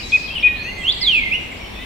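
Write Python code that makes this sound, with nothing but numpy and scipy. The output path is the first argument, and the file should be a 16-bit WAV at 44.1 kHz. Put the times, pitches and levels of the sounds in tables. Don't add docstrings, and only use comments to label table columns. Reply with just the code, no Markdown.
import sys
import numpy as np
from scipy import signal
from scipy.fft import rfft, irfft
from scipy.io import wavfile
from scipy.ndimage import uniform_filter1d

SR = 44100
rng = np.random.default_rng(int(sys.argv[2]) if len(sys.argv) > 2 else 0)


def dump_mix(stems):
    frames = np.atleast_2d(stems).T
    limited = np.clip(frames, -1, 1)
    pcm = np.round(limited * 32767).astype(np.int16)
    wavfile.write(sys.argv[1], SR, pcm)


def ratio(d):
    e = np.asarray(d, float) / 20
    return 10 ** e


N = 81585
LEAD = 11025
T = (np.arange(N + LEAD) - LEAD) / SR


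def walk(rate_hz):
    span = int(SR / rate_hz)
    drift = uniform_filter1d(uniform_filter1d(rng.standard_normal(len(T)), span), span)
    return drift / drift.std()


def pan(pan_db):
    return ratio(np.array([[pan_db], [-pan_db]]) / 2)


def whistle(hz, gain, overtones_db=()):
    phase = 2 * np.pi * np.cumsum(hz) / SR
    tone = np.sin(phase)
    for harmonic, db in enumerate(overtones_db, start=2):
        tone = tone + ratio(db) * np.sin(harmonic * phase)
    return gain * tone * np.sqrt(2)


def sing(rows, overtones_db=()):
    s, hz, db = np.array(rows).T
    fade = np.clip(np.minimum(T - s[0], s[-1] - T) / .003, 0, 1)
    glide = uniform_filter1d(np.interp(T, s, hz), size=200)
    return whistle(glide, fade * ratio(np.interp(T, s, db)), overtones_db)


def place(call, pan_db, wet_db, likeness, lag=0, bright=0., near_db=0.):
    trees_t60_s, trees_first_s, trees_build_s, tail_dull_hz = 0.79, 0.0023, 0.0017, 5200
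    bushes_t60_s, bushes_db = 0.13, 3.5
    u = np.arange(SR) / SR
    build = 1 - np.exp(-np.maximum(u - trees_first_s, 0) / trees_build_s)
    trees = build * ratio(-60 * u / trees_t60_s)
    bushes = ratio(bushes_db + near_db - 60 * u / bushes_t60_s) * (u > .001)

    mid, side = rng.standard_normal((2, SR))
    side = side * np.sqrt((1 - likeness) / (1 + likeness))
    tail = np.array([mid + side, mid - side])
    tail = tail / np.sqrt(np.mean(np.sum((tail * trees) ** 2, axis=1))) * (trees + bushes)
    tail = signal.sosfilt(signal.butter(4, tail_dull_hz, fs=SR, output="sos"), tail)
    treble = signal.sosfilt(signal.butter(4, 3700, "highpass", fs=SR, output="sos"), tail)
    tail = tail + bright * treble

    direct = np.array([call, np.roll(call, lag)]) * pan(pan_db)
    return direct + ratio(wet_db) * signal.fftconvolve(call[None], tail, axes=1)[:, :len(T)]


def breeze(points, db, pan_db, flicker_db):
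    alike_below_hz = 365
    f = np.maximum(np.arange(len(T) // 2 + 1) * SR / len(T), 1)
    hz, colour_db = np.array(points).T
    colour = ratio(np.interp(np.log(f), np.log(hz), colour_db)) * (f > hz[0] * .8) * (f < hz[-1])
    wide = 1 / np.sqrt(1 + (alike_below_hz / f) ** 2.37)
    mid, side = rfft(rng.standard_normal((2, len(T)))) * colour
    both = np.array([mid + wide * side, mid - wide * side]) / np.sqrt(1 + wide ** 2)
    both = both * ratio(wide * np.array([[pan_db], [-pan_db]]) / 2)
    out = 0
    for octave in np.arange(np.floor(np.log2(hz[0])), np.ceil(np.log2(hz[-1])) + 1):
        band = np.clip(1 - np.abs(np.log2(f) - octave), 0, 1)
        out = out + irfft(both * band, len(T)) * ratio(flicker_db * walk(4.5))
    return out * ratio(db) / out.mean(axis=0).std()


def wind():
    # pitch_hz, density_db [dB per Hz]
    air_colour = [(12, -11), (20, -3.5), (60, -1.5), (136, -10), (231, -6.5), (482, -13), (914, -16),
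                  (1330, -20.5), (1800, -43), (2340, -72.5), (3960, -120)]
    return breeze(air_colour, -35.5, pan_db=3.5, flicker_db=0.86)


def far_chorus():
    # pitch_hz, density_db [dB per Hz]
    chorus_colour = [(880, -59.5), (1500, -1), (1760, 1.5), (2270, 8.5), (3380, 2), (4640, -8.5),
                     (5600, -11), (6890, -15.5), (16000, -21.5)]
    return breeze(chorus_colour, -40, pan_db=1, flicker_db=0.7)


def hum():
    # pitch_hz, level_db
    drones = [(48.4, -44.5)]
    return sum(whistle(hz * (1 + 0.044 * walk(4.5)), ratio(db + 1.4 * walk(5))) for hz, db in drones)


def chirps():
    # start_s of the note, pitch_hz, level_db, length_s, swell_db
    chirp_notes = [
        (-.19, 2447, -15, 0.045, 4),
        (0.123, 2514, -9, 0.043, -1),
        (0.43, 2479, -9, 0.05, 1.3),
    ]
    # time_s from the note's start, pitch_hz, level_db against the note
    lead_in = [
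        (-.032, 5150, -42),
        (-.024, 5350, -34),
        (-.013, 5550, -34),
        (-.009, 4800, -39),
        (-.004, 3600, -21),
        (0, 3300, -18),
        (.004, 3150, -45),
    ]
    # delay_s, level_db
    tree_line = [
        (.045, -22.5),
        (.092, -19.5),
        (.152, -23.5),
    ]
    scoop_hz, scoop_s = 70, .008
    attack_s, attack_db, release_s = .017, -13, .003
    flick_hz, flick_s, flick_db = 1850, .011, -21

    out = 0
    for s, hz, db, length, swell_db in chirp_notes:
        u = T - s
        onset = sing([(s + at, pitch, db + rel_db) for at, pitch, rel_db in lead_in])
        out = out + onset * ratio(2.5 * walk(400))

        scoop = scoop_hz * np.exp(-np.maximum(u, 0) / scoop_s)
        flick = np.clip((u - length + release_s) / (flick_s + release_s), 0, 1) * (flick_hz - hz)
        times = [0, attack_s, length - release_s, length + .001, length + flick_s]
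        swell = np.interp(u, times, ratio(np.array([attack_db, 0, swell_db, flick_db, flick_db - 6])))
        fade = np.clip(np.minimum(u + 0.0024, length + flick_s - u) / 0.00057, 0, 1)
        out = out + whistle(hz - scoop + flick, fade * ratio(db) * swell, overtones_db=(-50, -49))

    echoes = sum(ratio(db) * np.roll(out, int(s * SR)) for s, db in tree_line)
    return place(out, 1, -12, likeness=0.3, near_db=-4.0) + echoes


def wings():
    # centre_s, half_length_s, pitch_hz, width_hz, level_db
    rustles = [(.12, .08, 6300, 2800, -45), (.005, .035, 4750, 900, -38), (.25, .07, 4450, 1500, -39.5),
               (.13, .05, 4700, 1600, -43), (.375, .018, 8700, 1000, -53), (.42, .05, 3000, 1000, -33),
               (.14, .02, 3500, 700, -37), (.85, .02, 6900, 1400, -54), (1.025, .005, 7800, 1500, -52),
               (1.58, .012, 5000, 900, -52), (1.0, .09, 4050, 900, -40), (.56, .05, 3300, 900, -43)]
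    out = 0
    for s, half_s, hz, width_hz, db in rustles:
        band = [hz - width_hz / 2, hz + width_hz / 2]
        sos = signal.butter(3, band, "bandpass", fs=SR, output="sos")
        burst = signal.sosfilt(sos, rng.standard_normal((2, len(T))))
        swell = np.exp(-.5 * ((T - s) / half_s) ** 2)
        out = out + burst / burst.std() * ratio(db + 3 + 1.2 * walk(60)) * swell
    return out * pan(3.5)


def far_calls():
    # start_s, length_s, first_hz, last_hz, level_db
    far_notes = [(.005, .04, 3000, 2450, -40), (.03, .046, 3920, 3921, -35), (.097, .022, 4450, 3900, -39),
                 (.278, .07, 3250, 3150, -37), (.305, .032, 2660, 2680, -28.5),
                 (.465, .055, 3850, 3780, -44.5), (.525, .025, 2700, 3300, -43),
                 (1.515, .02, 2300, 2050, -34), (1.61, .03, 2400, 2250, -38.5),
                 (1.64, .03, 3130, 3050, -42), (1.6, .085, 5600, 5500, -53.5), (1.79, .06, 1950, 2050, -41),
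                 (1.815, .03, 3150, 3000, -42), (.86, .04, 2080, 2060, -43), (.91, .08, 2000, 1950, -47),
                 (.79, .04, 2480, 2420, -45), (1.115, .08, 2400, 2150, -42)]
    # time_s, pitch_hz, level_db
    warbles = [
        [(.351, 3220, -38), (.355, 3150, -25), (.362, 2974, -22), (.378, 2811, -26), (.384, 2590, -25),
         (.39, 2520, -36)],
        [(.637, 2530, -45), (.651, 2560, -31), (.681, 2780, -35), (.697, 2806, -30), (.708, 2760, -40)],
        [(.8, 3320, -48), (.816, 3224, -35), (.832, 3179, -33), (.855, 3216, -43)],
        [(1.755, 2700, -57), (1.765, 2609, -42), (1.777, 2526, -42), (1.811, 2495, -43), (1.823, 2660, -47),
         (1.835, 2668, -40), (1.85, 2480, -50)],
    ]
    calls = sum(sing(rows) for rows in warbles)
    for s, d, first, last, db in far_notes:
        bend = last - first
        calls = calls + sing([(s, first, db + 4), (s + 0.288 * d, first + 0.317 * bend, db),
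                              (s + 0.82 * d, first + 1.1 * bend, db), (s + d, last, db + 3)])
    return place(calls * ratio(0.43 * walk(97)), 3, -3, likeness=0.22, near_db=-7.0)


def low_whistler():
    # time_s, pitch_hz, level_db
    whistles = [
        [(.44, 1842, -47.5), (.455, 1928, -39), (.475, 1922, -34.5), (.544, 1850, -47.5), (.604, 1728, -40.5),
         (.62, 1670, -64)],
        [(.64, 1760, -46.5), (.66, 1880, -40), (.694, 2008, -35.5), (.746, 2127, -46), (.78, 2072, -35.5),
         (.82, 2028, -37), (.84, 1920, -47)],
        [(1.008, 2020, -38), (1.02, 2042, -32), (1.06, 2162, -36), (1.075, 2395, -39), (1.1, 2460, -30),
         (1.115, 2560, -46)],
    ]
    phrases = sum(sing(rows) for rows in whistles) * ratio(1.0 * walk(54))
    return place(phrases, -10, -3, likeness=0.2)


def hoarse_trills():
    # start_s, length_s, first_hz, last_hz, level_db
    far_trills = [(.545, .15, 3750, 4300, -40), (.7, .09, 4400, 4400, -45), (.62, .19, 5700, 6380, -47.5),
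                  (.775, .09, 7500, 7500, -48), (.78, .08, 8250, 8200, -52), (.92, .11, 7550, 7500, -50),
                  (.93, .1, 8300, 8200, -54), (1.115, .1, 7600, 7400, -50), (1.385, .1, 7550, 7500, -53),
                  (1.505, .11, 7600, 7500, -51), (1.36, .12, 5800, 5750, -53), (1.73, .12, 3400, 3580, -42),
                  (1.64, .09, 4400, 4380, -53), (1.69, .1, 5500, 5500, -54), (.95, .06, 4300, 4300, -43)]
    settle_s, throb_hz, clear, fade_db_per_s = .018, 600, .9, 32
    out = 0
    for s, d, first, last, db in far_trills:
        fade = np.clip(np.minimum(T - s, s + d - T) / .014, 0, 1)
        hz = last + (first - last) * np.exp(-np.maximum(T - s, 0) / settle_s)
        level_db = db - 5.5 - fade_db_per_s * np.clip(T - s, 0, d)
        out = out + whistle(hz, fade * ratio(level_db) * (clear + walk(throb_hz)))
    return place(out, 3, 2.2, likeness=0.39)


def slides():
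    # time_s, pitch_hz, level_db
    rise = [(.828, 2558, -43), (.842, 2690, -24.5), (.864, 2930, -22), (.892, 3395, -12.5),
            (.905, 3576, -18), (.916, 3997, -22.5), (.921, 4340, -26), (.926, 4670, -21), (.929, 4900, -50)]
    fall = [(1.003, 5660, -51), (1.014, 5100, -26), (1.03, 4364, -18.5), (1.055, 3816, -20),
            (1.082, 3300, -12), (1.108, 3050, -17), (1.134, 2722, -15.5), (1.179, 2420, -13),
            (1.201, 2224, -26)]
    dip = [(1.202, 2280, -45), (1.214, 2216, -22.5), (1.242, 2098, -23), (1.249, 2106, -51),
           (1.262, 2095, -20), (1.29, 2072, -22), (1.297, 2020, -56)]
    hook = [(1.302, 2080, -40), (1.311, 2200, -24), (1.328, 2570, -16), (1.345, 2840, -18),
            (1.36, 2930, -20), (1.368, 2950, -45)]
    glides = (rise, fall, dip, hook)
    flutter = ratio(1.18 * walk(190))
    pure = sum(sing(rows) for rows in glides)
    overtones = sum(sing(rows, overtones_db=(-32, -40)) for rows in glides) - pure
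    overtones = signal.sosfilt(signal.butter(2, 8500, fs=SR, output="sos"), overtones)
    placed = place(pure * flutter, -4, -6, likeness=0.09, lag=14, bright=0.33, near_db=-1.5)
    return placed + overtones * flutter


def scene():
    floor = wind() + far_chorus() + hum()
    near = chirps() + wings() + slides()
    far = far_calls() + low_whistler() + hoarse_trills()
    return (floor + near + far)[:, LEAD:]


def band_limit(x):
    return signal.sosfilt(signal.butter(12, 16750, fs=SR, output="sos"), x)


def record(dry):
    below = np.arange(N // 2 + 1) * SR / N < 15790
    mix = irfft(rfft(dry) * below, N)
    return band_limit(mix)


dry = scene()
out = record(dry)
dump_mix(out)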